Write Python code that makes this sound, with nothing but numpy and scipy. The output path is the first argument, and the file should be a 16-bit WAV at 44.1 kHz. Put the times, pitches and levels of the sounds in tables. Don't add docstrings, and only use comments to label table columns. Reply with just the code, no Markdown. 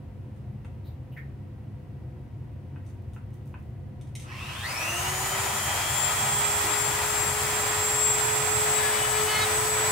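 import sys
import numpy as np
from scipy import signal
from scipy.fft import rfft, irfft, next_fast_len
from scipy.io import wavfile

SR = 44100
rng = np.random.default_rng(int(sys.argv[2]) if len(sys.argv) > 2 else 0)


def dump(signal):
    limited = np.clip(np.atleast_2d(signal).T, -1, 1)
    pcm = np.round(limited * 32767).astype(np.int16)
    wavfile.write(sys.argv[1], SR, pcm)


N = 437031
TIME = np.arange(N) / SR
MAINS_HZ, FULL_SPEED = 60, 430


def from_db(db):
    return 10 ** (np.asarray(db) / 20)


def rms_one(x):
    return x / np.sqrt(np.mean(x ** 2) + 1e-20)


def tone(angle, db):
    return np.sqrt(2) * from_db(db) * np.sin(angle)


def in_time(rows):
    times, *columns = np.transpose(rows)
    return np.array([np.interp(TIME, times, column) for column in columns])


def at_hz(points, hz):
    freqs, values = np.transpose(points)
    return np.interp(np.log(hz), np.log(freqs), values)


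def lift_db(hz, resonances):
    return sum(lift / (1 + (2 * (hz - centre) / width) ** 2) for centre, width, lift in resonances)


def band(x, low_hz, high_hz, order=2):
    sos = signal.butter(order, [low_hz, high_hz], "band", fs=SR, output="sos")
    return signal.sosfilt(sos, x + 1e-18)


def resonance(x, hz, width_hz):
    r = np.exp(-np.pi * width_hz / SR)
    poles = [1, -2 * r * np.cos(2 * np.pi * hz / SR), r * r]
    return signal.lfilter(np.array([1, 0, -1]) * (1 - r * r) / 2, poles, x + 1e-18)


def body(force, modes):
    return sum((-1) ** k * from_db(db) * resonance(force, hz, width)
               for k, (hz, width, db) in enumerate(modes))


def drift(rate_hz):
    step, settle = 40, 2000
    r = np.exp(-2 * np.pi * step * rate_hz / SR)
    slow = signal.lfilter([1], [1, -2 * r, r * r], rng.standard_normal(N // step + settle + 2))[settle:]
    return np.interp(np.arange(N) / step, np.arange(len(slow)), rms_one(slow))


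def burst(start, t60):
    out, t = np.zeros(N), TIME[:SR // 4]
    at = round(start * SR)
    out[at:at + len(t)] = rng.standard_normal(len(t)) * from_db(-60 * t / t60)
    out[at] += 9
    return out


def room(x, wet_db, t60=0.13):
    t = TIME[:SR // 2]
    tail = rng.standard_normal((2, len(t))) * from_db(-60 * t / t60) * (t > .003)
    tail /= np.sqrt(np.sum(tail ** 2, axis=1, keepdims=True))
    wet = from_db(wet_db)
    return (x + wet * signal.fftconvolve(np.atleast_2d(x), tail, axes=1)[:, :N]) / np.sqrt(1 + wet ** 2)


# f/Hz, left-right correlation
CORRELATION = [(60, .98), (130, 0.98), (300, 0.63), (700, 0.71), (1300, 0.17), (2500, 0.43), (4400, 0.12),
               (7000, 0.045), (15000, 0)]

def noise(colour, resonances):
    size = next_fast_len(N, True)
    hz = np.maximum(np.arange(size // 2 + 1) * SR / size, 1)
    db = at_hz(colour, hz) + lift_db(hz, resonances)
    alike = at_hz(CORRELATION, hz)
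    mid, side = rfft(rng.standard_normal((2, size)))
    pair = np.sqrt(1 + alike) * mid + np.sqrt(1 - alike) * side * np.array([[1], [-1]])
    return rms_one(irfft(pair * from_db(db), size)[:, :N])


# f/Hz, relative level/dB
ROOM_COLOUR = [(20, -34), (38, -25.5), (54, -10), (72, -4.5), (95, -2), (138, -1.5), (168, -17.5),
               (300, -18.5), (450, -29.5), (1200, -39.5), (2800, -46), (3600, -52), (7000, -59.5),
               (15000, -60.5)]
# f/Hz, width/Hz, lift/dB
DUCT_MODES = [(97, 3.6, 5.5), (206.3, 18, 10), (363, 14, 7), (508.6, 33, 12), (713, 83, 6), (958, 90, 5.5),
              (1940, 98, 5), (8850, 840, 2)]

def ventilation():
    return from_db(-39) * noise(ROOM_COLOUR, DUCT_MODES) * from_db([[.3], [-.3]])


# t/s, length/s, f/Hz, level/dB
CHAIR_SQUEAKS = [(0.839, 0.055, 4220, -63), (1.115, 0.03, 2930, -61), (1.163, 0.027, 2070, -42.5)]

def chair_squeaks():
    out = np.zeros(N)
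    for start, length, hz, db in CHAIR_SQUEAKS:
        stroke = np.sin(np.pi * np.clip((TIME - start) / length, 0, 1))
        slip = rng.standard_normal(N)
        squeal = rms_one(band(slip, hz * 0.845, hz * 1.01))
        rasp = from_db(-5.5) * rms_one(band(slip, hz * 0.65, hz))
        fizz = from_db(-64) * rms_one(band(slip, 11500, 15500))
        out += stroke * (from_db(db) * (squeal + rasp) + fizz)
    return out


# t/s, strike level/dB
HAND_KNOCKS = [(0.647, -32.5), (2.76, -34), (3.163, -33), (3.541, -25)]
# f/Hz, width/Hz, level/dB
SHELL_MODES = [(980, 110, 2.5), (1510, 260, -4.5), (1880, 140, -3), (2650, 230, -7)]

def shell_knocks():
    force = sum(from_db(db + 4.5) * burst(start, t60=0.026) for start, db in HAND_KNOCKS)
    return band(body(force, SHELL_MODES), 600, 3600, order=3)


# t/s, strike level/dB
PLASTIC_CLICKS = [(0.3624, -54), (0.6466, -49), (2.864, -46), (2.8894, -50), (3.1346, -47), (3.3338, -54),
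                  (4.0118, -41.5), (4.0724, -47), (4.153, -27), (4.1644, -48), (4.1986, -32),
                  (4.2214, -34.5)]
# f/Hz, width/Hz, level/dB
SWITCH_MODES = [(1950, 210, 6.5), (3430, 1000, 2), (6300, 860, 1.5), (9000, 1150, 1.5), (13000, 4000, -14)]

def switch_clicks():
    force = sum(from_db(db - 6.5) * burst(start, t60=0.067) for start, db in PLASTIC_CLICKS)
    return band(body(force, SWITCH_MODES), 1800, 17000, order=3)


def finger_ticks(start=2.8, end=3.75, per_s=45):
    touches = (rng.random(N) < per_s / SR) * (TIME > start) * (TIME < end) * rng.standard_normal(N)
    return from_db(-44.5) * band(touches, 5200, 16000)


def model_bump(start=6.64):
    return room(from_db(-11.5) * resonance(burst(start, t60=0.23), 326, 60), wet_db=-16)


def bit_pressure(start=8.65, end=9.75):
    return np.sin(np.pi * np.clip((TIME - start) / (end - start), 0, 1)) ** 2


# t/s, length/s, level/dB, shaft harmonic that squeals
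CATCHES = [(8.727, 0.089, -37, 9), (8.82, 0.081, -35.5, 4), (8.917, .05, -36.5, 5), (9.01, 0.046, -37, 7),
           (9.269, 0.11, -30.5, 7), (9.338, .1, -29.5, 5), (9.395, 0.052, -28, 9)]
# shaft harmonic, relative level/dB
BUZZ_HARMONICS = [(2, -10.5), (3, -9), (4, -5.5), (5, -5), (6, -11), (7, -6.5), (8, -14), (9, -11.5),
                  (10, -13), (11, -14), (12, -23)]

def bit_buzz(angle, graze_db=-37, squeal_lift_db=6.5, edge_s=0.019):
    graze = from_db(graze_db) * bit_pressure()
    catches = []
    for start, length, db, squeal in CATCHES:
        inside_s = np.minimum(TIME - start, start + length - TIME + edge_s / 2)
        catches.append((from_db(db) * np.clip(inside_s / edge_s, 0, 1), round(squeal)))
    buzz = 0
    for k, db in BUZZ_HARMONICS:
        grips = [catch * from_db(squeal_lift_db * (squeal == round(k))) for catch, squeal in catches]
        contact = np.max([graze] + grips, axis=0)
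        phase = round(k) * angle + rng.uniform(0, 2 * np.pi)
        wobble = .5 * np.array([drift(5.8), drift(5.4)]) + .3 * drift(60)
        flicker_db = 2.8 * drift(7)
        buzz += contact * tone(phase + wobble, db - 2 + flicker_db)
    return buzz


# f/Hz, width/Hz, level/dB
FRAME_MODES = [(1035, 48, 7), (2600, 270, 3.5), (5640, 690, -12)]

def start_growl(angle, ripple, start=4.2, attack_s=0.13, hold_s=0.37, fall_db_per_s=110):
    slots = sum(from_db(db) * np.sin(k * angle + 2.2 * drift(60)) for k, db in [(16, 0), (24, -9)])
    singing = resonance(slots, 2730, 300) + from_db(0.5) * band(slots, 2870, 3900)
    scraping = rms_one(body(rng.standard_normal(N), FRAME_MODES))
    growl = (singing + from_db(-1.5) * scraping) * (1 + 0.46 * ripple)
    attack = np.clip((TIME - start) / attack_s, 0, 1) ** 2
    falling_s = np.maximum(TIME - start - attack_s - hold_s, 0)
    return room(attack * from_db(-42 - fall_db_per_s * falling_s) * growl, wet_db=-2)


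# f/Hz, relative level/dB
FAN_COLOUR = [(150, -68), (300, -11.5), (580, -6.5), (700, 0), (1000, -3.5), (1600, -4), (2400, -7),
              (3000, -9), (3800, -9.5), (5200, -7.5), (7000, -5), (9200, -5), (11000, -12), (15000, -13.5)]
# f/Hz, width/Hz, lift/dB
HOUSING_MODES = [(995, 184, 5), (1316, 115, 6.5), (1936, 127, 6.5), (2415, 360, 4), (3160, 130, 1)]

def cooling_air(angle, pace, ripple):
    air = room(noise(FAN_COLOUR, HOUSING_MODES), wet_db=-7, t60=0.082)
    rush = rms_one(band(air, 100, 5430, order=3)) * from_db(-28.5 + 0.7 * drift(7.2))
    rush *= pace ** 1.82 * (1 + 0.058 * np.sin(angle))
    hiss = rms_one(band(air, 4370, 18400, order=3)) * from_db(-30 + 0.47 * drift(11))
    hiss *= pace ** 2.26 * (1 + 0.042 * ripple)
    return rush * from_db([[.3], [-.3]]) + hiss * from_db([[.5], [-.5]])


# shaft harmonic, level at full speed/dB
MOTOR_HARMONICS = [(5, -56), (16, -49), (19, -49.5), (24, -61), (28, -59), (31, -63), (32, -63), (36, -50)]

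def motor_overtones(angle, pace, ripple):
    tones = 0
    for k, db in MOTOR_HARMONICS:
        wander = np.array([drift(0.29), drift(1)])
        tones += tone(round(k) * angle + wander, db + 2.7 * drift(4.3))
    return tones * (1 + 0.36 * ripple) * pace ** 4


# t/s, level/dB
HUM_RIDE = [(4.65, -62), (4.95, -45.5), (5.45, -43.5), (5.75, -55), (6.55, -42), (8.85, -35.5),
            (9.08, -39.5), (9.23, -31.5), (9.36, -42.5), (9.46, -35)]

def shaft_hum(angle, pace):
    return tone(angle, in_time(HUM_RIDE)[0] + .5 * drift(1.6)) * from_db([[2.5], [-2.5]]) * pace


# f/Hz, width/Hz, lift/dB
CAVITY_MODES = [(1860, 470, 21), (2630, 790, 19.5), (3020, 330, -3), (3270, 110, 7.5)]

def fan_blades(angle, pace, ripple, blades=8):
    db = -55.5 + lift_db(blades * pace * FULL_SPEED, CAVITY_MODES) + 2 * drift(27)
    return tone(blades * angle + 0.13 * drift(27), db) * pace * (1 + 1.7 * ripple)


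# t/s, left level/dB, right level/dB
WHINE_RIDE = [(4.65, -41.5, -41), (5.0, -40, -43), (5.6, -34.5, -50), (5.85, -33.5, -41), (6.05, -24, -44),
              (6.2, -28.5, -27), (6.6, -31.5, -25.5), (6.8, -22, -53), (7.0, -33, -41), (7.2, -25.5, -61),
              (7.55, -38, -32), (8.05, -23.5, -28), (8.4, -39, -25), (8.7, -25, -29.5), (9.15, -26.5, -34),
              (9.35, -33, -33), (9.88, -29.5, -29)]

def whine(whine_angle, pace, ripple, centred_s=5.314, lead_rad_per_s=2.504):
    climbing = np.sqrt(np.clip(1 - pace, 0, .2))
    flutter_db = (.5 + 8 * climbing) * np.array([drift(35), drift(35)])
    flutter_db += 1.3 * np.array([drift(6), drift(6)])
    lead = lead_rad_per_s * (TIME - centred_s) + 0.28 * drift(4.2)
    jitter = 0.085 * drift(10) + 0.83 * climbing * drift(50)
    phases = whine_angle + np.array([lead, -lead]) / 2 + jitter
    return tone(phases, in_time(WHINE_RIDE) + flutter_db) * pace * (1 + 0.06 * ripple)


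def motor(angle, pace, ripple):
    whine_angle = 18 * angle
    hum = shaft_hum(angle, pace)
    housing_swell = resonance(tone(2 * angle + 0.69 * drift(23), -39), 727, 60) * (pace > 0)
    frame_drive = tone(whine_angle + .5 * drift(50), -45)
    frame_ring = resonance(resonance(frame_drive, 2600, 330), 2700, 330)
    blades = fan_blades(angle, pace, ripple)
    direct = hum + frame_ring + whine(whine_angle, pace, ripple) + motor_overtones(angle, pace, ripple)
    return direct + room(blades + housing_swell, wet_db=-2)


# speed gained/(turns/s), time constant/s
RUN_UP_STAGES = [(59, .084), (137.3, .357), (37.4, 3.5)]

def shaft_speed(switch_s=4.153, slider_s=4.62, low_speed=292.7, low_lag_s=.39, load_sag=1.15):
    on_low_s = np.clip(TIME, switch_s, slider_s) - switch_s
    on_high_s = np.maximum(TIME - slider_s, 0)
    speed = low_speed * (1 - np.exp(-on_low_s / low_lag_s))
    speed += sum(gain * (1 - np.exp(-on_high_s / lag)) for gain, lag in RUN_UP_STAGES)
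    return (speed - load_sag * bit_pressure()) * (1 + 0.00017 * drift(13))


def scene():
    speed = shaft_speed()
    pace = speed / FULL_SPEED
    angle = 2 * np.pi * np.cumsum(speed) / SR
    ripple = np.sin(2 * np.pi * 2 * MAINS_HZ * TIME)
    tool = motor(angle, pace, ripple) + start_growl(angle, ripple) + cooling_air(angle, pace, ripple)
    rumble = ventilation()
    buzz = bit_buzz(angle)
    handling = shell_knocks() + switch_clicks() + chair_squeaks() + finger_ticks()
    return rumble + room(handling, wet_db=3.5, t60=0.25) + model_bump() + buzz + tool


def record(dry, cutoff_hz=15720):
    return signal.sosfilt(signal.ellip(12, .1, 80, cutoff_hz, fs=SR, output="sos"), dry)


dry = scene()
out = record(dry)
dump(out)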